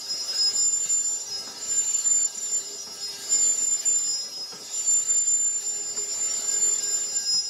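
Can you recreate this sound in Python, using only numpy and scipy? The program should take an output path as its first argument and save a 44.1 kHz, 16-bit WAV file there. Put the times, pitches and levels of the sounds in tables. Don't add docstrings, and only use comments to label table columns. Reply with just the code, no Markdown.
import sys
import numpy as np
from scipy import signal
from scipy.io import wavfile
from scipy.ndimage import uniform_filter1d

SR = 44100
rng = np.random.default_rng(int(sys.argv[2]) if len(sys.argv) > 2 else 0)


def generate_wav(signal):
    frames = np.transpose(np.atleast_2d(signal))
    scaled = np.clip(frames, -1, 1) * 32767
    pcm = np.round(scaled).astype(np.int16)
    wavfile.write(sys.argv[1], SR, pcm)


N = 330388
TIME = np.arange(N) / SR


def squeals():
    # caught/s, let go/s, level when caught/dB, level when let go/dB
    high_bouts = [(0.0, 0.02, -37, -48), (0.1, 0.2, -40, -45.5), (0.245, 0.29, -35.5, -44),
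                  (0.377, 0.49, -31.5, -32), (0.56, 0.67, -22, -22), (0.68, 0.85, -19.5, -25.5),
                  (0.9, 1.12, -21, -26.5), (1.13, 1.235, -27, -35.5), (1.63, 1.68, -33, -42),
                  (1.72, 1.79, -19, -17), (1.82, 2.02, -30, -18), (2.05, 2.255, -16.5, -13),
                  (2.3, 2.5, -30, -29.5), (2.53, 2.57, -25, -22), (2.63, 2.77, -38.5, -39),
                  (2.97, 3.04, -46, -37.5), (3.25, 3.28, -38, -51), (3.33, 3.8, -20, -22.5),
                  (3.845, 3.98, -21, -20.5), (4.01, 4.15, -25.5, -29), (4.18, 4.255, -36, -41.5),
                  (4.75, 4.85, -28.5, -27.5), (4.89, 4.995, -19, -22), (5.02, 5.08, -27.5, -28),
                  (5.11, 5.24, -15.5, -25.5), (5.28, 5.57, -20.5, -23.5), (5.62, 5.7, -34.5, -24.5),
                  (5.72, 5.82, -30, -33), (5.84, 6.0, -35, -28), (6.02, 6.07, -30.5, -38),
                  (6.09, 6.2, -32.5, -30), (6.22, 6.46, -23.5, -30), (6.495, 6.64, -22, -17.5),
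                  (6.66, 6.9, -22, -25.5), (6.945, 7.055, -16, -24.5), (7.08, 7.14, -33.5, -33),
                  (7.17, 7.18, -21.5, -24.5), (7.21, 7.29, -34, -34.5), (7.32, 7.49, -27.5, -40)]
    low_bouts = [(0.0, 0.07, -41, -39), (0.116, 0.3, -27, -25), (0.37, 0.46, -23.5, -21),
                 (0.47, 0.5, -19.5, -23), (0.575, 0.64, -28, -31.5), (0.67, 0.78, -39, -45),
                 (0.83, 0.84, -53, -52), (0.89, 0.94, -46, -44), (0.96, 1.03, -50, -47),
                 (1.05, 1.08, -41, -45), (1.13, 1.14, -50, -57), (1.2, 1.22, -42, -51),
                 (1.33, 1.5, -29.5, -39.5), (1.52, 1.75, -38, -39.5), (1.79, 1.82, -50, -55),
                 (1.89, 1.94, -54, -54), (2.02, 2.05, -51, -51), (2.14, 2.18, -50, -52),
                 (2.26, 2.38, -48, -53), (2.445, 2.45, -51, -50), (2.5, 2.61, -45, -49),
                 (2.66, 2.98, -40, -42.5), (3.04, 3.12, -30.5, -37), (3.2, 3.37, -48, -33),
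                 (3.46, 3.68, -49, -47), (3.72, 3.8, -48, -36.5), (3.995, 4.16, -37.5, -28),
                 (4.2, 4.29, -29.5, -39), (4.33, 4.44, -39, -33), (4.48, 4.75, -41, -45.5),
                 (4.8, 4.93, -58, -58), (5.29, 5.3, -45, -45), (5.65, 5.76, -44, -60),
                 (5.8, 6.14, -43.5, -39), (6.35, 6.39, -42, -42), (6.49, 6.54, -48, -36),
                 (6.56, 6.7, -41, -66), (6.79, 6.84, -40, -33.5), (6.86, 7.23, -39, -37),
                 (7.295, 7.41, -20, -25.5), (7.455, 7.49, -30.5, -33.5)]
    # t/s, f/Hz
    high_pitch = [(0.0, 7154), (0.45, 7156), (0.6, 7162), (0.85, 7158), (1.2, 7163), (1.63, 7171),
                  (1.8, 7161), (2.0, 7170), (2.28, 7161), (2.52, 7167), (2.7, 7159), (3.27, 7153),
                  (3.77, 7166), (4.2, 7163), (4.75, 7168), (5.0, 7164), (5.1, 7176), (5.3, 7167),
                  (5.6, 7168), (5.75, 7162), (6.45, 7163), (6.78, 7156), (6.93, 7167), (7.2, 7167),
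                  (7.49, 7161)]
    low_pitch = [(0.0, 5109), (0.45, 5105), (0.66, 5105), (0.9, 5115), (1.35, 5112), (1.75, 5107),
                 (2.4, 5103), (2.66, 5109), (3.05, 5103), (3.38, 5093), (3.8, 5105), (4.0, 5115),
                 (4.3, 5115), (4.45, 5107), (4.85, 5101), (5.75, 5109), (6.15, 5108), (6.35, 5096),
                 (6.85, 5099), (7.25, 5114), (7.49, 5119)]
    # t/s, depth/dB, length at half depth/ms
    high_breaks = [(0.574, 8.5, 13), (0.715, 8, 30), (0.791, 9, 17), (0.819, 4, 15), (0.863, 3.5, 24),
                   (0.886, 10, 9), (1.034, 10, 18), (1.192, 10, 12), (1.755, 9.5, 44), (1.85, 6, 8.3),
                   (1.93, 12, 13), (1.975, 13, 17), (2.028, 17, 49), (2.096, 11, 24), (2.138, 6, 20),
                   (2.2, 9, 94), (2.243, 6.5, 8.8), (2.283, 17, 35.4), (2.33, 39, 25.5), (2.369, 16.5, 10),
                   (2.4, 19, 12), (3.38, 6, 11), (3.543, 7.5, 19), (3.569, 13, 16), (3.606, 6, 22),
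                   (3.661, 12, 10), (3.703, 8, 8), (3.782, 16.5, 29), (3.826, 18, 22), (3.846, 18, 14),
                   (3.937, 2.5, 18), (4.835, 8, 20), (5.045, 16, 8.8), (5.068, 12, 4.4), (5.139, 5, 55),
                   (5.385, 5.5, 22), (5.527, 5.5, 51), (5.946, 15.5, 26), (6.29, 5.5, 26), (6.331, 8, 7.5),
                   (6.357, 3, 9), (6.385, 0, 9), (6.416, 25, 5.7), (6.508, 15, 8.4), (6.531, 6.5, 17),
                   (6.558, 6.5, 14), (6.601, 11.5, 34), (6.708, 11, 7.4), (6.753, 9, 12), (6.777, 14, 10),
                   (6.814, 13, 28), (6.867, 7, 20), (6.986, 8.5, 103)]
    low_breaks = [(0.176, 9.4, 57), (0.255, 14, 51), (0.336, 5.3, 17), (0.38, 7.7, 11), (0.535, 11.3, 38),
                  (0.62, 5.7, 12), (0.69, 9.9, 15), (0.765, 9.2, 15), (0.97, 6, 15), (1.444, 7.6, 28),
                  (1.548, 21, 23), (1.6, 6.6, 13), (1.63, 6.2, 10), (1.68, 7.8, 22), (2.31, 6, 15),
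                  (2.53, 5, 15), (2.7, 5, 17), (2.755, 5, 16), (2.819, 10, 15), (2.895, 5.4, 15),
                  (2.98, 6.6, 48), (3.49, 8, 15), (3.6, 6.9, 30), (4.69, 8.6, 21), (5.745, 9.2, 18),
                  (4.028, 11, 24), (4.592, 16, 20), (5.945, 6.1, 26), (6.071, 14, 27), (7.008, 8.7, 27),
                  (7.033, 11, 21), (7.317, 2.6, 43), (7.43, 12, 26), (0.79, 9, 15), (6.3, 9, 15),
                  (6.33, 12, 12), (6.44, 6, 15), (6.62, 6, 15), (2.57, 6, 15), (2.63, 7, 15)]

    high_db = bout_level(high_bouts, grow_db_per_s=385, die_db_per_s=335)
    low_db = bout_level(low_bouts, grow_db_per_s=327, die_db_per_s=289)
    (high_hz,) = curves(high_pitch)
    (low_hz,) = curves(low_pitch)
    high = squeal(high_db, high_hz, high_breaks, flutter_db=0.9, waver_hz=3.5, fuzz_db=-18.5,
                  octave_db=-38, octave_mode=(14328, 80))
    low = squeal(low_db, low_hz, low_breaks, flutter_db=1.1, waver_hz=3.5, fuzz_db=-18,
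                 octave_db=-21, octave_mode=(10234, 16))
    return high + low


def bout_level(rows, grow_db_per_s, die_db_per_s):
    level_db = np.full(N, -90.0)
    for on_s, off_s, on_db, off_db in rows:
        held_db = np.interp(TIME, [on_s, max(off_s, on_s + 1e-3)], [on_db, off_db])
        held_db -= grow_db_per_s * np.maximum(on_s - TIME, 0)
        held_db -= die_db_per_s * np.maximum(TIME - off_s, 0)
        level_db = np.maximum(level_db, held_db)
    return level_db


def squeal(level_db, hz, breaks, flutter_db, waver_hz, fuzz_db, octave_db, octave_mode):
    slip_rad = np.zeros(N)
    jumps = rng.uniform(-0.983, 1, len(breaks))
    for (t_s, depth_db, length_ms), jump in zip(breaks, jumps):
        dip = bell(t_s, length_ms / 1000)
        level_db = level_db - depth_db * dip
        slip_rad += jump * np.pi * min(depth_db / 20, 1) * dip / dip.sum()
    wavering_hz = hz + waver_hz * drift(0.019)
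    phase = np.cumsum(2 * np.pi * wavering_hz / SR + slip_rad)
    tone = np.sqrt(2) * np.sin(phase)
    fuzz = amp(fuzz_db) * (drift(0.012) * np.cos(phase) + drift(0.012) * np.sin(phase))
    octave = amp(octave_db + 0.2 * (level_db + 25)) * np.cos(2 * phase)
    gain = amp(level_db + flutter_db * drift(0.015))
    return gain * (tone + fuzz) + ring(gain * octave, *octave_mode)


def scrape():
    # f/Hz, relative density/dB per Hz
    scrape_colour = [(600, -17), (1500, -5.5), (1900, -6), (2300, -6.5), (2700, -5.5), (3300, -4),
                     (4500, -4), (5400, 4.5), (6300, -6), (7100, 3), (7800, -6), (8200, -33), (9500, -43)]
    hiss_colour = [(6000, -32), (8300, 2), (9800, 5.5), (11500, 2), (13000, -2), (14000, -6.5), (15600, -7)]
    # f/Hz, width/Hz, depth/dB
    valleys = [(330, 50, 4), (860, 50, 2), (1070, 130, 3), (1440, 160, 3), (1910, 100, 9), (2230, 130, 7),
               (2480, 140, 6), (3150, 140, 3), (3540, 110, 4), (3920, 100, 3), (4200, 100, 5),
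               (5340, 280, 9), (6140, 120, 3), (6550, 130, 5)]
    # t/s, change/dB, length at half height/s
    hollows = [(0.05, -4, 0.091), (0.7, -2, 0.13), (1.05, -4, 0.6), (1.5, 0.5, 0.32), (2.32, -8, 0.059),
               (2.8, -5.5, 0.21), (3.42, -0.5, .15), (4.37, -4.5, 0.12), (6.2, 2.5, 0.11), (7.45, -1.5, .1)]

    rub_db, rumble_db = rubbing()
    rub_swell_db = rub_db - rub_db.mean()
    rumble_re_rub_db = rumble_db - rub_db
    hiss_db = -3 + 1.3 * drift(0.037) - 0.039 * rub_swell_db
    out = amp(4.5) * noise(scrape_colour, patchy_db=4.8, flicker_db=1.0)
    out += rumble(rumble_re_rub_db)
    out += amp(hiss_db) * noise(hiss_colour, patchy_db=2.2, flicker_db=2.4)
    out += grit_modes(rub_swell_db, rumble_re_rub_db)
    for hz, width_hz, depth_db in valleys:
        out = out - (1 - amp(-depth_db)) * ring(out, hz, width_hz)
    middle = bandpass(out, (1500, 2650))
    return amp(rub_db) * (out + (amp(bumps(hollows)) - 1) * middle)


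def grit_modes(rub_swell_db, rumble_re_rub_db):
    mode_hz = [554, 662, 797, 904, 1190, 1733, 1995, 2352, 2765, 2925, 3450, 3680, 4060, 4315, 4785, 4866,
               5110, 5205, 5528, 5921, 6290, 6363, 6675, 6761, 6992, 7162, 7520, 7978, 9480, 11374, 1275,
               1800, 2045, 3745, 4440, 4570, 6010, 440, 970]
    # width/Hz, base level re rubbing/dB
    mode_ring = [(9.1, -12), (32.8, -11.5), (17.4, -11.5), (12, -13.5), (20, -14.5), (20.5, -20), (25, -17),
                 (15, -15.5), (53.7, -11.5), (90, -11.5), (19.3, -14), (59.7, -15), (41, -7.5), (47.7, -6),
                 (30, -13), (20, -5), (9, -5), (20, -11), (15, -11), (25, -7), (60, -5.5), (30, -15.5),
                 (25, -5), (36, -2), (25, -11), (34, -0.5), (90, -8), (45, -12.5), (35, -16.5), (50, -18.5),
                 (25, -21), (50, -28), (35, -19), (25, -10.5), (70, -17), (50, -12), (50, -15), (25, -14.5),
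                 (30, -15)]

    out = np.zeros(N)
    for hz, (width_hz, base_db) in zip(mode_hz, mode_ring):
        swell_db = 2.8 * drift(0.1)
        steadier_db = -0.4 * rub_swell_db * (hz > 4500)
        wheel_db = 0.86 * rumble_re_rub_db * (hz < 1200)
        out += amp(base_db + steadier_db + wheel_db + swell_db) * narrow(hz, width_hz)
    return out


def rumble(level_db):
    # f/Hz, relative density/dB per Hz
    colour = [(20, -42), (60, 4), (110, -18), (200, 3), (420, 2.5), (900, -5.5), (1500, -9.5), (2600, -8.5),
              (5000, -43)]
    # t/s, change/dB, length at half height/s
    bass_swells = [(0.15, -4, .25), (0.5, 7, 0.18), (1.1, -12, 0.22), (1.33, 8, 0.16), (1.72, 6, .08),
                   (2.35, -9, 0.16), (2.9, 3, .3), (3.72, -11, .1), (4.5, -2, .2), (5.2, -3, .15),
                   (6.02, 3, 0.34), (6.43, -5, 0.11), (6.65, -4, .15)]

    gain_db = level_db - 1 + 1.04 * drift(0.066)
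    low_noise = amp(gain_db) * noise(colour, patchy_db=2.7, flicker_db=1)
    bass = bandpass(low_noise, (55, 135))
    bass_db = bumps(bass_swells) + 3.0 * drift(0.082)
    return low_noise + (amp(bass_db) - 1) * bass


def rubbing():
    # t/s, rubbing level/dB, rumble level/dB
    push_levels = [(0.0, -50.5, -51), (0.15, -49, -52), (0.45, -46.5, -51.5), (0.77, -50.5, -58),
                   (1.2, -50.5, -55.5), (1.5, -51, -48), (1.85, -46.5, -54.5), (2.1, -48.5, -53),
                   (2.25, -50, -55), (2.55, -50, -52.5), (2.9, -53, -54), (3.15, -46.5, -52),
                   (3.62, -48, -51.5), (3.95, -49.5, -55.5), (4.36, -53.5, -52.5), (4.62, -52.5, -52),
                   (4.78, -47.5, -54), (5.13, -49.5, -53.5), (5.22, -52, -58), (5.5, -53, -56),
                   (5.9, -52.5, -50.5), (6.4, -46, -50), (7.1, -48.5, -52.5), (7.49, -54.5, -56)]
    # t/s, change/dB, length at half height/s
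    patches = [(0.337, 4, 0.083), (0.874, 7, 0.07), (3.707, -3, 0.039), (3.835, 4, 0.035),
               (5.627, 4.5, 0.032)]

    rub_db, rumble_db = curves(push_levels)
    return rub_db + bumps(patches), rumble_db


def slaps():
    # t/s, peak level/dB, decay t60 of the burst/s
    palm_hits = [(0.849, -40.5, 0.14), (1.466, -34.5, 0.15), (2.859, -36.5, 0.36), (3.453, -42, 0.066),
                 (3.605, -43.5, 0.11), (4.514, -34, 0.28), (5.965, -34.5, 0.1), (7.336, -38, 0.14)]
    # f/Hz, width/Hz, relative gain/dB
    tyre = [(196, 90, 21), (432, 90, 22.5), (786, 590, 16), (1260, 69, 17.5)]

    rise_s = 0.007
    out = np.zeros(N)
    t = np.arange(SR // 4) / SR
    for start_s, peak_db, t60_s in palm_hits:
        envelope = amp(-60 * t / t60_s) * np.minimum(t / rise_s, 1) ** 2
        blow = envelope * rng.standard_normal(len(t))
        thump = np.zeros(len(t))
        for hz, width_hz, gain_db in tyre:
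            thump += amp(gain_db) * ring(ring(blow, hz, width_hz), hz, 3 * width_hz)
        thump *= amp(peak_db) / abs(thump).max()
        part = out[round(start_s * SR):][:len(t)]
        part += thump[:len(part)]
    return out


def hums():
    hum_hz = [404, 1313, 1610, 2121, 4624, 5599, 5787]
    # base level/dB, share of rubbing swell, share of rumble swell
    hum_levels = [(-61.5, 0.62, 0.47), (-66, 0.11, 0.97), (-64, 0.46, 0.1), (-69, 0.22, 0.56),
                  (-56, 0.86, 1), (-54, 0, 0.28), (-56, 0, 0)]
    # t/s, change/dB, length at half height/s
    hum_swells = [
        [(0.32, -18, 0.12), (1.41, 6, 0.19), (2.1, -7, 0.4), (2.73, 7.5, 0.67), (4.21, -24, 0.22),
         (4.56, 15, 0.086), (5.21, -11, 0.043), (5.8, 9.5, 0.31), (6.01, 10.5, 0.12), (6.7, 8.5, 0.72)],
        [(0.27, 6, 0.36), (1.28, 3, 0.51), (2.03, 7, 0.13), (2.68, -3, 0.45), (2.98, 12, 0.12), (4.76, 3, 0.11),
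         (5.08, 11, 0.08), (5.86, 0, 0.092), (6.35, 11, 0.13), (6.62, -17, 0.1)],
        [(0.42, 8.5, 0.16), (1.39, 7, 0.17), (1.76, 11.5, 0.1), (2.3, 5, 0.31), (3.21, 8.5, 0.21),
         (3.58, -22, 0.17), (4.39, -13, 0.098), (4.55, 6, 0.09), (5.47, 10, 0.13), (6.55, 11, 0.11),
         (6.71, -25, 0.12), (6.88, 11, 0.57), (7.09, -13.7, 0.067), (7.24, 9, 0.13)],
        [(0.38, 3, 0.25), (0.87, 11, 0.11), (1.18, -10, 0.22), (2.13, 11, 0.049), (3.39, 15.5, 0.21),
         (3.82, 11, 0.18), (4.34, -16, 0.19), (5.2, 9, 0.38), (6.42, 10, 1)],
        [(0.415, 11.5, 0.057), (0.82, 1, 0.63), (2.21, 13, 0.1), (2.46, -4, 0.11), (2.73, 8, 0.21),
         (3.38, 10.5, 0.2), (3.8, 8, 0.087), (3.99, 9, 0.11), (4.87, 11, 0.12), (5.24, 11, 0.11),
         (5.83, 1, 0.12), (5.97, 13.5, 0.05)],
        [(0.15, 15.5, 0.23), (0.6, 17, 0.071), (0.84, -18, 0.046), (1.0, -8, 0.06), (1.02, 8, 0.51),
         (1.21, 11, 0.043), (1.67, 13, 0.065), (1.9, 15.5, 0.029), (2.37, 8.5, 0.29), (2.68, 1, 0.17),
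         (2.99, 11.5, 0.27), (3.34, 12, 0.058), (3.48, -17, 0.08), (3.61, 7, 0.11), (3.98, -4, 0.09),
         (4.15, 11, 0.17), (4.31, 3, 0.05), (4.51, 11, 0.05), (4.84, 15, 0.043), (5.24, -14, 0.46),
         (5.62, 14, 0.25), (6.13, 12, 0.049), (6.31, 18, 0.052), (6.47, 12, 0.083), (6.89, 8, 0.24),
         (7.26, 16, 0.074)],
        [(0.23, 11, 0.28), (0.57, -20, 0.09), (0.9, 9, 0.05), (1.34, 10.5, 0.69), (2.13, -5.2, 0.21),
         (2.39, 17, 0.06), (2.81, 20.5, 0.072), (3.12, -5, 0.19), (4.21, 14, 0.2), (4.77, 12, 0.16),
         (5.23, -13, 0.47), (5.78, -3, 0.099), (5.96, 12, 0.072), (6.14, 1, 0.08), (6.44, -9, 0.38),
         (6.56, 19, 0.039), (6.93, 7, 0.25), (7.12, 12, 0.037), (7.33, 13.5, 0.37), (7.38, 13, 0.08)],
    ]

    out = np.zeros(N)
    rub_swell_db, rumble_swell_db = (c - c.mean() for c in rubbing())
    for hz, (base_db, rub_share, rumble_share), swells in zip(hum_hz, hum_levels, hum_swells):
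        restless = (hz / 5000) ** 0.22
        noise_share = 0.4 * restless ** 2
        width_hz, waver_hz, flicker_db = 20 * restless, 6 * restless, 1.9 * restless
        level_db = base_db + rub_share * rub_swell_db + rumble_share * rumble_swell_db
        level_db = level_db + flicker_db * drift(0.05) + bumps(swells)
        phase = 2 * np.pi * np.cumsum(hz + waver_hz * drift(0.05)) / SR
        tone = np.sqrt(2) * np.sin(phase)
        rung = narrow(hz, width_hz)
        out += amp(level_db) * (np.sqrt(1 - noise_share) * tone + np.sqrt(noise_share) * rung)
    return out


def noise(colour, patchy_db, flicker_db):
    size, hop = 512, 128
    hz = np.fft.rfftfreq(size, 1 / SR)
    real, imag, patches, flicker = rng.standard_normal((4, len(hz), N // hop + 5))
    patches = evened(uniform_filter1d(uniform_filter1d(patches, 3, 0), 22, 1))
    flicker = evened(uniform_filter1d(uniform_filter1d(flicker, 45, 0), 8, 1))
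    colour_hz, colour_db = np.transpose(colour)
    shape_db = np.interp(np.log(hz + 1), np.log(colour_hz), colour_db, right=-80)[:, None]
    spectra = (real + 1j * imag) * amp(shape_db + patchy_db * patches + flicker_db * flicker)
    return evened(signal.istft(spectra, nperseg=size, noverlap=size - hop)[1][:N])


def narrow(hz, width_hz):
    once = ring(rng.standard_normal(N), hz, width_hz)
    return evened(ring(once, hz, 4 * width_hz))


def ring(x, hz, width_hz):
    return signal.lfilter(*signal.iirpeak(hz, hz / width_hz, SR), x)


def bandpass(x, edges_hz):
    sos = signal.butter(2, edges_hz, "bandpass", fs=SR, output="sos")
    return signal.sosfiltfilt(sos, x)


def drift(seconds):
    step_s = 0.004
    knots = np.arange(0, N / SR + 1, step_s)
    span = max(round(seconds / step_s), 1)
    slow = uniform_filter1d(uniform_filter1d(rng.standard_normal(len(knots)), span), span)
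    return np.interp(TIME, knots, evened(slow))


def bell(t_s, length_s, time=TIME):
    return np.exp(-np.log(16) * ((time - t_s) / length_s) ** 2)


def bumps(rows):
    knots = np.arange(0, N / SR + 0.002, 0.002)
    t_s, height, length_s = np.transpose(rows)[:, :, None]
    return np.interp(TIME, knots, (height * bell(t_s, length_s, knots)).sum(0))


def curves(rows):
    t_s, *columns = np.transpose(rows)
    return [np.interp(TIME, t_s, column) for column in columns]


def amp(db):
    return 10 ** (np.asarray(db) / 20)


def evened(x):
    return x / np.sqrt(np.mean(x ** 2) + 1e-20)


def scene():
    return (squeals() + scrape() + slaps() + hums())[None]


def record(dry):
    edge_hz = 15720
    lowpass = signal.firwin(1501, edge_hz, window=("kaiser", 9), fs=SR)
    return signal.oaconvolve(dry, lowpass[None], "same")


dry = scene()
out = record(dry)
generate_wav(out)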